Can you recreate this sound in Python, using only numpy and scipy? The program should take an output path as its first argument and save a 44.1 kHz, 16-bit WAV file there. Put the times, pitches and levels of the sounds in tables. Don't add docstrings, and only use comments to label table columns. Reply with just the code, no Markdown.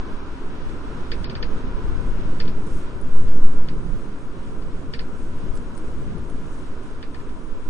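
import sys
import numpy as np
from scipy import signal
from scipy.fft import rfft, irfft, next_fast_len
from scipy.io import wavfile
from scipy.ndimage import uniform_filter1d

SR = 44100
rng = np.random.default_rng(int(sys.argv[2]) if len(sys.argv) > 2 else 0)


def how_loud(loudness_db):
    steps = np.asarray(loudness_db, float) / 20
    return 10 ** steps


def wav_out(sig):
    wavfile.write(sys.argv[1], SR, np.round(np.clip(np.atleast_2d(sig).T, -1, 1) * 32767).astype(np.int16))


N = 339433
T = np.arange(N) / SR
SIZE = next_fast_len(N)
HZ = np.maximum(np.arange(SIZE // 2 + 1) * SR / SIZE, 1e-3)
SIDES = np.array([[.5], [-.5]])
TOP_HZ = 10000

# t/s, peak level/dB, low modes/dB, high modes/dB (both against the crack)
STRIKES = [(.6935, -44, 7, -4), (1.1172, -26, 0, 0), (1.243, -30.5, -3, 0), (1.2974, -33, 0, 0),
           (1.3524, -32, 1, 0), (1.4272, -27, 0, 0), (2.4009, -27, 0, 1), (2.454, -41, -4, -5),
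           (2.4783, -35, -2, 1), (3.2802, -45, 0, 0), (3.6857, -34.5, 0, 0), (4.6216, -48, 0, 0),
           (4.9364, -28, 0, 0), (4.992, -30.5, 0, 0), (7.0275, -35, 4, -4), (7.1452, -39, 6, -4),
           (7.199, -46, 8, -4), (7.294, -48, 6, -4)]
# t/s, peak level/dB, f/Hz, t60/s, snap against the ring/dB
ICE_GRAINS = [(2.6712, -47, 9530, 0.007, -6), (3.013, -44, 9700, 0.0085, -15),
              (3.3624, -60, 6010, 0.007, 2), (3.3736, -52, 6010, 0.007, 0), (5.5543, -37, 9680, 0.0065, -8),
              (5.5742, -42.5, 7830, 0.0063, 5), (5.752, -50, 6570, 0.007, -4),
              (5.771, -47, 9140, 0.0058, -6), (5.7774, -38.5, 8860, 0.0065, -2),
              (5.9838, -61, 6480, 0.007, -3), (6.1818, -48, 9570, 0.007, -6),
              (6.2996, -45, 9740, 0.007, -6), (6.834, -52, 9700, 0.007, -8)]


def over_hz(table):
    hz, *columns = np.transpose(table)
    return [np.interp(np.log(HZ), np.log(hz), column) for column in columns]


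def over_time(table):
    s, *columns = np.transpose(table)
    return [np.interp(T, s, column) for column in columns]


def bump(s, length):
    return np.exp(-((T - s) / length) ** 2)


def walk(rate):
    hold = int(SR / rate)
    held = np.repeat(rng.standard_normal(N // hold + 1), hold)
    slewed = uniform_filter1d(uniform_filter1d(held, hold), hold)
    return 1.3 * slewed[:N]


def band(lo_hz, hi_hz, order=12):
    below_top = 1 / (1 + (HZ / hi_hz) ** order)
    below_bottom = 1 / (1 + (HZ / lo_hz) ** order)
    return np.sqrt(below_top - below_bottom)


def air(gain, likeness, lead=0, pan_db=0):
    shared, own = rfft(rng.standard_normal((2, SIZE)))
    c = np.clip(likeness, 0, 1)
    apart = np.sqrt(1 - c ** 2)
    left = how_loud(pan_db / 2) * np.exp(1j * lead)
    right = how_loud(-pan_db / 2)
    sum_gain = np.sqrt(np.abs(left + c * right) ** 2 + (1 - c ** 2) * right ** 2)
    spectra = np.array([left * shared, right * (c * shared + apart * own)])
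    pair = irfft(gain / sum_gain * spectra, SIZE)[:, :N]
    return pair / pair.mean(axis=0).std()


def layers(levels_db, edges_hz, colour, flicker_db, *ports):
    gain = how_loud(over_hz(colour)[0])
    total = 0
    for db, flicker, lo, hi in zip(levels_db, flicker_db, edges_hz, edges_hz[1:]):
        level = how_loud(db + flicker * walk(12))
        total = total + level * air(gain * band(lo, hi), *ports)
    return total


def add(out, s, sound):
    i = int(s * SR)
    out[:, i:i + sound.shape[1]] += sound[:, :N - i]


def wind():
    # t/s, gust on the ports/dB, far roar as the phone turns away/dB
    wind_course = [(0, -41, -43.5), (.35, -45, -46), (.9, -38.5, -45), (1.35, -30, -46),
                   (1.7, -33.5, -44.5), (2.1, -29.5, -46), (2.5, -31.5, -47.5), (2.9, -34.5, -48),
                   (3.4, -33.5, -48), (3.85, -32.5, -50), (4.2, -43, -49.5), (4.7, -39.5, -50.5),
                   (5.1, -39, -50), (5.48, -33, -49), (5.75, -40, -49), (6.05, -31, -50.5),
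                   (6.8, -45, -49.5), (7.7, -46.5, -50.5)]
    gust_db, far_db = over_time(wind_course)
    return gust_db + 35, far_db + 48


def surges():
    surge_crests = [(2.457, 0.31, 3.26, 0.31), (3.166, -0.58, 3.4, 0.13), (3.472, -0.77, 3.68, 0.21),
                    (3.44, -0.35, 9.6, 0.1), (4.822, 0.051, 3.57, 0.66), (6, 0.062, 4.1, 0.26),
                    (7.137, 0.061, 2.5, .35)]
    swing = 0
    for s, crest, hz, length in surge_crests:
        swing = swing + crest * bump(s, length) * np.cos(2 * np.pi * hz * (T - s))
    heave = how_loud(-27) * air(band(2.2, 6.55, order=4), 1.0)
    return swing + heave


def eddies():
    eddy_edges = [7, 35, 110, 210]
    # f/Hz, level per Hz/dB
    eddy_colour = [(3.5, -24), (6.0, 5.5), (16, -1.5), (24, -12), (32, -17), (54, -19), (109, -26.5),
                   (260, -28.5), (340, -55.5), (570, -120)]
    # f/Hz, likeness of the ports/0-1
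    eddy_likeness = [(10, 0), (25, 0.4), (90, 0.41), (170, 0.77)]
    # level/dB, rise per dB of gust/dB, flicker/dB
    eddy_bands = [(-32, 0.24, 1), (-38.5, 0.47, 1.5), (-40, 0.71, 1)]
    # t/s, thump level/dB, length/s, left minus right/dB
    puffs = [(0.69, -29.5, .06, 14), (0.904, -27.5, 0.073, 7), (1.115, -28.5, 0.055, -2),
             (1.413, -25.5, 0.064, 4.5), (1.709, -24, 0.084, -6), (1.881, -25, 0.042, 10),
             (2.08, -20.5, 0.16, 6), (2.297, -29.5, 0.073, 0), (2.5, -29, 0.061, 1),
             (2.753, -28, 0.044, 13), (2.95, -30, .08, -1), (3.25, -28.5, .06, 6),
             (3.776, -23.5, 0.047, -1.5), (3.908, -29, .07, -11), (4.09, -36, 0.042, 0),
             (4.716, -27.5, 0.077, -4), (5.0, -30.5, .08, 1), (5.57, -27.5, 0.11, 6), (6.0, -36.5, 0.16, 2),
             (6.248, -41, 0.073, 2)]
    gust_db = wind()[0]
    likeness = over_hz(eddy_likeness)
    levels_db = [db + per_gust * gust_db for db, per_gust, _ in eddy_bands]
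    flicker_db = [flicker for *_, flicker in eddy_bands]
    whirl = layers(levels_db, eddy_edges, eddy_colour, flicker_db, *likeness)
    wander = how_loud(3.5 * walk(10) * SIDES)
    thumps = sum(how_loud(db + pan_db * SIDES) * bump(s, length) for s, db, length, pan_db in puffs)
    big = air(band(9, 30, order=8), *likeness)
    return whirl * wander + thumps * big


def rattle():
    # f/Hz, level/dB, t60/s, swell/s, left minus right/dB
    rattle_modes = [(469.3, -10.5, 0.087, 0.005, -2), (1460, -9, 0.033, 0.0025, 9.5),
                    (1767, -11, 0.022, 0.008, -8.5), (2070, -7, .03, 0.0012, 10),
                    (2310, -13, 0.05, 0.0025, 4), (2650, -10, 0.03, 0.0012, 8),
                    (3276, 5, 0.004, 0.0004, 4.5), (4130, -9.5, 0.017, 0.00054, -3.5),
                    (4400, -9, 0.03, 0.0012, -5.5), (4656, -6.5, 0.028, 0.0022, 1),
                    (5040, -15, 0.018, .001, 1.5), (6420, -24, 0.008, 0.0004, -4.5),
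                    (8100, -28, .02, .001, 14.5), (4750, 2, .010, .0004, 0)]
    mode_leads = np.array([0, 0, -.4, 3.1, -2.6, -2.6, 1.5, 2.3, 2.3, -2.1, 1.5, 0, 0, 3.1])
    tail_bands = [(1510, 2700, -7), (2650, 4300, -12), (4200, 5050, -10.5)]
    tail_t60_s, tail_late_s, crack_t60_s = .115, .007, .007
    rebound_lag = int(.0017 * SR)
    out = np.zeros((2, N))
    t = T[:int(.15 * SR)]
    scatter = np.array([how_loud(db) * air(band(lo, hi, order=24), 0.11) for lo, hi, db in tail_bands])
    crack = how_loud(-8) * air(band(1500, 5500), 0.16)
    tail_shape = (1 - np.exp(-(t / tail_late_s) ** 2)) * 1000. ** (-t / tail_t60_s)
    chances = rng.standard_normal((len(STRIKES), len(rattle_modes)))
    for (s, db, low_db, high_db), chance in zip(STRIKES, chances):
        hit = 0
        for (hz, mode_db, t60, swell, pan_db), lead, c in zip(rattle_modes, mode_leads, chance):
            shape = (1 - np.exp(-t / swell)) * 1000. 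** (-t / t60)
            tilt_db = low_db * (hz < 1900) + high_db * (hz > 3800)
            gain = how_loud(mode_db + 1.2 * c + tilt_db + pan_db * SIDES)
            ring = np.sin(2 * np.pi * hz * t + lead * SIDES)
            hit = hit + gain * shape / shape.max() * ring
        hit[:, rebound_lag:] += how_loud(-4) * hit[:, :-rebound_lag].copy()
        i = int(s * SR)
        tail_gain = how_loud(np.array([low_db / 2, 0, high_db]))
        tail = np.tensordot(tail_gain, scatter[:, :, i:i + len(t)], axes=1) * tail_shape
        snap = crack[:, i:i + len(t)] * 1000. ** (-t / crack_t60_s)
        add(out, s, how_loud(db - 3.5) * (hit + tail + snap))
    return out


def ice():
    out = np.zeros((2, N))
    t = T[:int(.03 * SR)]
    snaps = rng.standard_normal((len(ICE_GRAINS), 2, len(t)))
    for (s, db, hz, t60, snap_db), snap in zip(ICE_GRAINS, snaps):
        tick = np.sin(2 * np.pi * hz * t) + how_loud(snap_db) * snap
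        add(out, s, how_loud(db + 7.5) * tick * 1000. ** (-t / t60))
    return out


def roar():
    roar_edges = [210, 750, 1600, 5800, 10000]
    # f/Hz, level per Hz/dB
    roar_colour = [(59, -19.5), (100, 1.5), (150, -9.5), (256, -4), (348, -8), (406, -8.5), (737, -22.5),
                   (859, -23.5), (1000, -16.5), (1080, -21), (1440, -21), (1920, -31), (2330, -31.5),
                   (4310, -39.5), (9840, -38.5), (12800, -81.5), (21600, -120)]
    # f/Hz, likeness/0-1, left leads by/rad, left minus right/dB
    port_pair = [(200, .75, 0, -1), (430, .9, 0, -1), (600, .83, -.1, -2), (700, .55, 0, -3),
                 (780, .05, -.3, -1), (840, .45, -2.9, 1), (950, .55, -1.7, 6), (1050, .69, -.75, 3),
                 (1250, .75, -.25, -2), (1460, .32, -.2, -7), (1650, .05, -.5, -3), (2000, .14, -.5, 1),
                 (2250, .5, 0, 0), (2750, .05, 0, 3), (2900, .2, 3.6, 2), (3300, .36, 3.1, -1),
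                 (4100, .2, 3, -2), (4900, .1, 1, 1), (5600, .2, 0, 0), (6500, .45, 0, 0),
                 (8500, .3, 2.5, 0), (9200, .3, 3, 0)]
    # level/dB, rise per dB of gust/dB, rise per dB of far roar/dB
    roar_bands = [(-39, 0.23, 0.28), (-48, 0.05, 0.81), (-55, 0.0654, 0.76), (-64, 0.06, -0.22)]
    # t/s, length/s, lift/dB
    spray = [(2.73, 0.099, 5.5), (3.3, 0.36, 3), (5.2, .1, 3), (5.6, .3, 0.5), (6.55, 0.14, 3.5)]
    gust_db, far_db = wind()
    levels_db = [db + per_gust * gust_db + per_far * far_db for db, per_gust, per_far in roar_bands]
    levels_db[-1] = levels_db[-1] + sum(db * bump(s, length) for s, length, db in spray)
    return layers(levels_db, roar_edges, roar_colour, [0.5, 0.51, 0.79, 1.5], *over_hz(port_pair))


def thin_treble(x):
    # f/Hz, weight
    first_lost = [(3500, 0), (4700, .3), (5700, 1.1), (6500, 2), (8600, 2.1), (9100, .7), (10000, 1.3)]
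    # from t/s, to t/s, from f/Hz, to f/Hz, share lost/0-1
    holes = [(1.25, 1.295, 5500, 10000, .95), (1.295, 1.44, 6300, 10000, .7), (1.45, 1.57, 7800, 8800, 1),
             (1.64, 1.68, 7600, 8800, .8), (4.98, 5.0, 6200, 10000, .65)]
    # f/Hz, threshold against the lines nearby
    line_floor = [(1500, 0), (2500, .6), (5000, .9), (8000, 1.1)]
    hz, s, z = signal.stft(np.array([x[0] + x[1], x[0] - x[1]]) / 2, SR, nperseg=1024)
    dice = rng.random((2, len(hz) // 8 + 1, len(s) // 2 + 1))
    dice = dice.repeat(8, axis=1).repeat(2, axis=2)[:, :len(hz), :len(s)]
    thinning = np.clip(.43 + .13 * walk(25), 0, 1)
    thinning = thinning * np.prod([1 - bump(row[0], .016) for row in STRIKES + ICE_GRAINS], axis=0)
    lost = np.zeros(z.shape)
    lost[1] = np.outer(np.interp(hz, *np.transpose(first_lost)), np.interp(s, T, thinning))
    lost[:, (hz >= 6800) & (hz < 9200)] += .08
    for start, end, lo, hi, share in holes:
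        lost[:, (hz >= lo) & (hz < hi)] += share * ((s >= start) & (s <= end))
    near = uniform_filter1d(np.abs(z), 8, axis=1)
    z = z * (np.abs(z) >= near * np.interp(hz, *np.transpose(line_floor))[:, None])
    above = hz > TOP_HZ + 150
    loud_db = 10 * np.log10(uniform_filter1d(np.abs(z[:, above]) ** 2, 8, axis=1) + 1e-18)
    lost[:, above] = 1 / (1 + how_loud(2 * (loud_db + 104.5)))
    mid, side = signal.istft(z * (dice >= lost), SR, nperseg=1024)[1][:, :N]
    return np.array([mid + side, mid - side])


def scene():
    return surges() + eddies() + rattle() + ice() + roar()


def top_cut(x):
    return signal.sosfilt(signal.butter(12, 15030, fs=SR, output="sos"), x)


def record(dry):
    low_pass = signal.ellip(12, .2, 80, TOP_HZ, fs=SR, output="sos")
    x = signal.sosfilt(low_pass, dry)
    block_starts = np.arange(N) % 128 == 0
    jumps = .3 + rng.standard_normal((2, N))
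    steps = block_starts * (np.abs(x) + .03) * jumps * how_loud(-42 + 3 * walk(30))
    grit = irfft(rfft(steps, SIZE) * band(10100, 15000, order=60), SIZE)[:, :N]
    mix = thin_treble(np.clip(x + grit, -1, 1))
    return top_cut(mix)


dry = scene()
out = record(dry)
wav_out(out)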